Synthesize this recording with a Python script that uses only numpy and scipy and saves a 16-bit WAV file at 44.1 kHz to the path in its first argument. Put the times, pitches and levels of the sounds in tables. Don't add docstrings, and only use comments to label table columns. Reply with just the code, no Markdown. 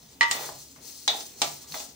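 import sys
import numpy as np
from scipy import signal
from scipy.fft import rfft, irfft, next_fast_len
from scipy.io import wavfile

SR = 44100
rng = np.random.default_rng(int(sys.argv[2]) if len(sys.argv) > 2 else 0)


def amplitude_ratio(level_db):
    exponent = np.asarray(level_db, float) / 20
    return 10 ** exponent


def unload_wav(signal):
    wavfile.write(
        sys.argv[1],
        SR,
        np.round(np.clip(np.atleast_2d(signal).T, -1, 1) * 32767).astype(np.int16),
    )


N = 85995
CONTACT_S = .003


def rms_one(x):
    return x / np.sqrt(np.mean(x ** 2) + 1e-20)


def in_time(rows):
    s, *columns = np.transpose(rows)
    return [np.interp(np.arange(N) / SR, s, c) for c in columns]


def at_hz(points, hz):
    points = np.array(points)
    return np.interp(np.log(hz), np.log(points[:, 0]), points[:, 1])


def sides(db):
    return amplitude_ratio(np.array([db / 2, -db / 2]))


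def drift(rate):
    step = 40
    r = np.exp(-2 * step * np.pi * rate / SR)
    white = rng.standard_normal(N // step + 2002)
    slow = signal.lfilter([1], [1, -2 * r, r * r], white)[2000:]
    return np.interp(np.arange(N) / step, np.arange(len(slow)), rms_one(slow))


def decay(clicks, t60):
    return signal.lfilter([1], [1, -amplitude_ratio(-60 / (t60 * SR))], clicks + 1e-18)


def ring(clicks, hz, t60, lead):
    pole = amplitude_ratio(-60 / (t60 * SR)) * np.exp(2j * np.pi * hz / SR)
    z = signal.lfilter([1], [1, -pole], clicks + 1e-18)
    return np.array([(z * np.exp(.5j * lead)).imag, (z * np.exp(-.5j * lead)).imag])


def body(modes, clicks, stages):
    out = 0
    for k, (hz, db, t60, pan, lead) in enumerate(modes):
        for gain, share, extra in stages:
            tone = ring(clicks(k), hz, t60 * share + extra, lead)
            out = out + amplitude_ratio(db) * sides(pan)[:, None] * gain * tone
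    return out


def ticks(rate, uneven_db):
    sizes = amplitude_ratio(uneven_db * np.minimum(rng.exponential(1, N), 5)) * rng.choice([-1, 1], N)
    return sizes * (rng.random(N) < rate / SR)


# pitch_hz, likeness (0 to 1)
LIKENESS = [(60, 0.64), (300, 0.91), (700, 0.4), (2000, 0.049), (5000, 0.033), (12000, 0.086)]


def bands(white, gain, count=18):
    out, edges = 0, (30 * 2 ** np.arange(0, 9.4, .5))[-count - 1:]
    for k, (low, high) in enumerate(zip(edges, edges[1:])):
        band = signal.butter(2, [low, high], "band", fs=SR, output="sos")
        mid, side = signal.sosfilt(band, white[k % 2])
        hz = np.sqrt(low * high)
        alike = np.clip(at_hz(LIKENESS, hz), -1, 1)
        stereo = np.sqrt(1 + alike) * mid + np.sqrt(1 - alike) * side * [[1], [-1]]
        out = out + gain(hz) * stereo
    return out


def kitchen(x):
    t60_s, wall_cut_hz = 0.37, 9500
    size = next_fast_len(N + SR)
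    z = np.exp(-2j * np.pi * np.arange(size // 2 + 1) / size)
    dull = np.exp(-2 * np.pi * wall_cut_hz / SR)
    response = np.zeros((2, len(z)), complex)
    for k, lag in enumerate((rng.uniform(.008, .03, 12) * SR).astype(int)):
        loop = amplitude_ratio(-60 * lag / SR / t60_s) * (1 - dull) / (1 - dull * z) * z ** lag
        response[k % 2] += (-1) ** (k // 2) * loop / (1 - loop)
    return irfft(rfft(x, size) * response, size)[:, :N]


# pitch_hz, level_db
ROAR_COLOUR = [(30, -42), (65, -5.5), (140, -3.5), (400, -5.5), (1500, -23.5), (2800, -13.5), (6000, -28),
               (16000, -14)]
# pitch_hz, width_hz, level_db
BURNER_HUMS = [(71.2, 8, -67), (234.6, 7.1, -68.5), (270, 21, -65.5)]


def flame():
    together = drift(2.5)

    def gain(hz):
        return amplitude_ratio(at_hz(ROAR_COLOUR, hz) + 1.2 * (together + drift(10)))
    out = amplitude_ratio(-56) * rms_one(bands(rng.standard_normal((2, 2, N)), gain))
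    for hz, width_hz, db in BURNER_HUMS:
        out = out + amplitude_ratio(db) * rms_one(ring(rng.standard_normal(N), hz, 7.1 / width_hz, 0.187))
    return out * sides(0.88)[:, None]


# start_s, level_db
PUSHES = [(0.0, -60), (0.102, -56.5), (0.146, -77), (0.244, -57.5), (0.57, -56.5), (0.732, -80),
          (0.792, -57), (0.9, -78), (1.112, -58), (1.14, -80), (1.292, -72), (1.492, -51.5), (1.672, -70),
          (1.738, -47), (1.786, -73), (1.95, -70)]


def stove():
    mode_hz, width_hz = 141.6, 7.6
    db, = in_time(PUSHES)
    white = [1, 1j] @ rng.standard_normal((2, N))
    z = signal.lfilter([1], [1, -np.exp(-np.pi * width_hz / SR)], white)
    steady = z / (np.abs(z) + 0.26 * np.std(z))
    tone = (steady * np.exp(2j * np.pi * mode_hz * np.arange(N) / SR)).real
    return amplitude_ratio(db) * rms_one(tone) * sides(1.8)[:, None]


# start_s, level_db, left_right_db
STIRRING = [(0.0, -54, 2.5), (.13, -51, 2), (.2, -58.5, 3), (.3, -42, 1), (.33, -33, 2.5), (.47, -38, 3.5),
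            (.54, -45.5, 2.5), (.61, -45.5, 1.5), (.8, -56.5, 5), (.875, -39, 6.5), (1.06, -47.5, 2.5),
            (1.18, -34, 2.5), (1.36, -51, 1.5), (1.44, -33.5, 1), (1.665, -49.5, 1.5), (1.7, -38, 2),
            (1.81, -36, 2), (1.95, -55.5, 6)]
# pitch_hz, level_db (per Hz)
SEED_COLOUR = [(1200, -55), (2000, -28), (3200, -15.5), (4500, -9), (6200, -5), (8700, -10.5), (12000, -4),
               (16000, -14.5)]


def seeds():
    ticks_per_s, cycles, patchy_db, metal_db = 40000, 70.0, 1.5, -8.5
    db, pan = in_time(STIRRING)
    out, pitches = np.zeros((2, N)), np.linspace(36, 126, 70) ** 2
    clicks = ticks(ticks_per_s * amplitude_ratio(2.0 * drift(23)), 2.5)
    dealt = rng.integers(0, 70, N)
    leads = rng.uniform(-2.2, 2.2, 70)
    patches = [amplitude_ratio(patchy_db * drift(12.4)) for _ in range(10)]
    for k, hz in enumerate(pitches):
        height = patches[k // 7] * amplitude_ratio(at_hz(SEED_COLOUR, hz)) * hz ** .75
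        out += height * ring(clicks * (dealt == k), hz, cycles / hz, leads[k])
    metal = sum(ring(clicks * (dealt == k), hz, 0.036, leads[k])
                for k, (hz, *_) in enumerate(BLADE_MODES[6:] + RIM_MODES[-4:]))
    return amplitude_ratio(db + 1.5 * drift(19)) * sides(pan) * (rms_one(out) + amplitude_ratio(metal_db) * rms_one(metal))


# start_s, level_db, pitch_hz, t60_s
CRACKED_SEEDS = [
    (.088, -51.5, 3770, .02),
    (.12, -55, 7800, 0.021),
    (1.206, -35, 4820, .03),
    (1.206, -36, 6070, .03),
    (1.63, -50, 9000, .02),
    (1.721, -33, 3830, 0.015),
    (1.7212, -30, 4370, .016),
    (1.742, -34, 4340, .03),
    (1.742, -36.5, 2040, 0.034),
]


def pips():
    out = np.zeros((2, N))
    for s, db, hz, t60 in CRACKED_SEEDS:
        click = np.zeros(N)
        click[int(s * SR)] = amplitude_ratio(db + 4.5)
        out += ring(click, hz, t60, 0.42) - ring(click, hz, t60 / 4, 0.4)
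    return out


# start_s, level_db, pitch_hz (at first), t60_s
LANDINGS = [
    (.39, -42, 900, .15),
    (.492, -44, 954, 0.24),
    (.763, -53.5, 966, 0.14),
    (1.083, -27, 900, 0.088),
    (1.139, -34, 1006, 0.17),
    (1.208, -51, 946, 0.14),
    (1.419, -31, 935, 0.24),
    (1.7415, -35.5, 958, 0.22),
    (1.8, -43.5, 918, 0.21),
]


def scoops():
    sag_octaves, sag_s, waver_hz = .6, 0.0294, 44.4
    t, out = np.arange(N) / SR, np.zeros((2, N))
    low = signal.butter(2, waver_hz, fs=SR, output="sos")
    waver = signal.sosfilt(low, rng.standard_normal((2, N)))
    waver = 0.73 + (waver[0] + 1j * waver[1]) / np.std(waver) * 0.64
    for s, db, hz, t60 in LANDINGS:
        age = np.maximum(t - s, 0)
        pitch = hz * 2 ** (-sag_octaves * age / sag_s * np.exp(1 - age / sag_s))
        height = amplitude_ratio(db - 60 * age / t60) * np.minimum(age / CONTACT_S, 1)
        z = waver * np.exp(2j * np.pi * np.cumsum(pitch) / SR) * height
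        out += [(z * np.exp(0.3j)).real, (z * np.exp(-0.3j)).real]
    return out * sides(0.6)[:, None]


# start_s, level_db
DRAGGING = [(0.0, -66.5), (.3, -72), (.35, -42), (.47, -47), (.53, -58.5), (.62, -74), (.75, -75),
            (.78, -63), (.9, -68), (1.06, -78), (1.1, -42), (1.22, -58.5), (1.3, -107), (1.42, -49.5),
            (1.57, -69.5), (1.7, -63.5), (1.77, -50), (1.95, -85)]
# pitch_hz, level_db (per Hz)
GRIT_COLOUR = [(300, 4), (700, 9.5), (1500, 3.5), (3000, 4), (6000, -39), (12000, 1)]


def drag():
    slips_per_s, rim_db, blade_db, grit_db = 2500, -7.5, -4, 4.5
    db, = in_time(DRAGGING)
    slips = ticks(slips_per_s * amplitude_ratio(2.1 * drift(17)), 2.5)
    sign = rng.choice([-1, 1], (14, N))
    parts = (RIM_MODES, rim_db), (BOWL_MODES + BASE_MODES, 0), (BLADE_MODES, blade_db)
    metal = sum(amplitude_ratio(g) * rms_one(body(modes, lambda k: slips * sign[k], [(1, 0.28, 0.0023)]))
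                for modes, g in parts)
    rough = slips * sign[:4].reshape(2, 2, N) + 0.43 * rng.standard_normal((2, 2, N))
    grit = rms_one(bands(rough, lambda hz: amplitude_ratio(at_hz(GRIT_COLOUR, hz)), count=12))
    return amplitude_ratio(db) * (metal + amplitude_ratio(grit_db) * grit)


KNOCK_TIMES = [.2097, .2295, .312, .4905, .761, 1.0778, 1.139, 1.205, 1.399, 1.4178, 1.64, 1.7218, 1.7415,
               1.772, 1.801]
# level_db, centre_hz, left_right_db, burst_db (what follows the snap)
KNOCK_CRACKS = [(-19, 3470, -0.7, 0.1), (-40, 3200, 10.5, 13.5), (-19.5, 6050, 2.5, 3), (-48.5, 1030, 1, 5),
                (-59.5, 1500, 1, 9), (-18.5, 4400, 2, 0.1), (-50, 3700, 6.5, 0.1), (-44, 5200, 9, 7.5),
                (-69, 6000, -5, 0.1), (-12, 5050, 1.5, -2.5), (-75, 2100, -5, 0.1), (-39.5, 4900, -0.5, -3),
                (-34.5, 1800, 1.5, -3), (-63, 6100, 7, 0.1), (-33.5, 5600, 3, -3)]


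def cracks():
    snap_db, snap_t60_s = 6.5, 0.0026
    burst_t60_s, tail_db, tail_t60_s = 0.069, -3, 0.078
    slope_db, top_hz = 5.5, 11100
    at = (np.array(KNOCK_TIMES) * SR).astype(int)
    db, centre_hz, pan, burst_db = np.transpose(KNOCK_CRACKS)

    def gain(hz):
        clicks, after = np.zeros((2, N)), np.zeros(N)
        after[at] = amplitude_ratio(burst_db)
        level = amplitude_ratio(db - slope_db * np.log2(hz / centre_hz) ** 2 - 38.5)
        clicks[:, at] = level * sides(pan) * np.sqrt(SR / hz) * 10
        slow = (hz / 4000) ** -.3
        snap = amplitude_ratio(snap_db) * decay(clicks, snap_t60_s * slow)
        burst = decay(clicks * after, burst_t60_s * slow)
        tail = amplitude_ratio(tail_db) * decay(clicks * after, tail_t60_s * slow)
        return snap + burst + tail
    noise = amplitude_ratio(8.5) * bands(rng.standard_normal((2, 2, N)), gain, count=12)
    return signal.sosfilt(signal.butter(1, top_hz, fs=SR, output="sos"), noise)


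# rim_db, bowl_db, blade_db, base_db, rim_line_db (a rim mode near 1178 Hz
KNOCK_RINGS = [(-14, -45, -45, -34, -60), (-69, -37, -48, -35.5, -68), (-27.5, -35.5, -46, -35.5, -39),
               (-61.5, -36.5, -61, -38.5, -60), (-75, -63, -81, -60, -74), (-39, -28.5, -20, -29.5, -68),
               (-68, -38.5, -39, -34, -65), (-80, -49, -56, -40, -70), (-77, -78, -80, -66, -75),
               (-57, -25, -40, -23.5, -28.5), (-72, -69, -56, -66, -57.5), (-72, -88, -55, -70, -60),
               (-74, -39.5, -42, -36, -68), (-79, -74.5, -41.5, -70, -70), (-70, -40.5, -51, -44, -67)]
CHATTER = [-38, -35, -27.5, -36.5, -38]
# pitch_hz, level_db, t60_s, left_right_db, lead_rad (left leads)
RIM_MODES = [(932, -12, .24, -6, 2.1), (1169, -13, .22, -9, 1.4), (1406, -25, .14, 4, -.8),
             (1894, -7, .15, -8, -.9), (1941, 0, .18, -4, -1.4), (1947, -30, .4, -4, -1.4),
             (2038, -8, .25, 2, -2), (2355, -17, .08, 2, .3), (2960, -19, .2, 6, .2),
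             (2995, -17, .2, -8, 1.8), (4170, -14, .13, 10, -.1), (4983, -21, .09, -8, .1),
             (5730, -28, .2, 2, 1), (6320, -28, .25, 11, -1.2)]
BOWL_MODES = [(525, -16.5, 0.073, 13, -0.11), (597, -10, 0.15, 1, -0.63), (698, -8, 0.12, -6.5, 0.64),
              (744.5, -7, 0.092, 0, 0.51), (831.5, 0, 0.074, 3, -0.19), (984, 3, 0.026, -7.5, 0.83),
              (1321, -16, 0.27, -5, 1.9)]
BLADE_MODES = [(2930, -16, .08, 10, -2), (3362, -8, .1, -6, -.9), (3501, -3, .16, 2, -.5),
               (3624, -5, .12, -2, -2.2), (3818, -6, .12, 4, .7), (3950, -10, .09, 2, .6),
               (4200, -9, .11, -2, -1.6), (4420, -13, .09, -1, -3.1), (4770, -14, .1, -4, 1.6),
               (5860, -14, .12, 1, -.3), (5960, -12, .07, 8, -.3), (6290, -13, .07, 12, -.4),
               (6460, -16, .08, 5, .4)]
BASE_MODES = [(262, -17, .18, 1, .1), (290, -17, .2, 1, .2), (369, -20, .5, -1, .1), (451, -14, .22, 3, .1)]
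RIM_LINE_MODES = [(1178, -1.13, 0.17, 4, 1.2)]


def rings():
    spread_db, chatter_t60_s = 1.0, 0.1
    early, early_share = amplitude_ratio(-3.5), 0.29
    stages = [(1, 1, 0), (early, early_share, 0), (-1 - early, 0, CONTACT_S)]
    at, out = (np.array(KNOCK_TIMES) * SR).astype(int), 0
    noise = rng.standard_normal((14, N))
    parts = RIM_MODES, BOWL_MODES, BLADE_MODES, BASE_MODES, RIM_LINE_MODES
    for modes, db, chatter_db in zip(parts, np.transpose(KNOCK_RINGS), CHATTER):
        count = len(modes)
        clicks = np.zeros((count, N))
        clicks[:, at] = amplitude_ratio(db + spread_db * rng.standard_normal((count, len(at))))
        clicks = clicks + amplitude_ratio(chatter_db) * noise[:count] * decay(clicks, chatter_t60_s)
        out = out + body(modes, lambda k: clicks[k], stages)
    return out


def scene():
    high = signal.butter(4, 258, "high", fs=SR, output="sos")
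    pan = signal.sosfilt(high, rings() + cracks() + drag() + seeds())
    pan = pan + scoops() + pips()
    return pan + amplitude_ratio(-15) * kitchen(pan) + flame() + stove()


def roll_off(x):
    return signal.sosfilt(signal.butter(12, 16810, fs=SR, output="sos"), x)


# pitch_hz, level_db
MICROPHONE_CURVE = [(9000, -1.31), (9900, -4.5), (10500, -13), (13300, -13.5), (14100, -9), (14700, 3.5),
                    (15700, 2.5)]


def record(dry):
    cutoff_hz = 15770
    size = next_fast_len(N)
    hz = np.arange(1, size // 2 + 2) * SR / size
    response = amplitude_ratio(at_hz(MICROPHONE_CURVE, hz)) * (hz < cutoff_hz)
    mix = irfft(rfft(dry, size) * response, size)[:, :N]
    return roll_off(mix)


dry = scene()
out = record(dry)
unload_wav(out)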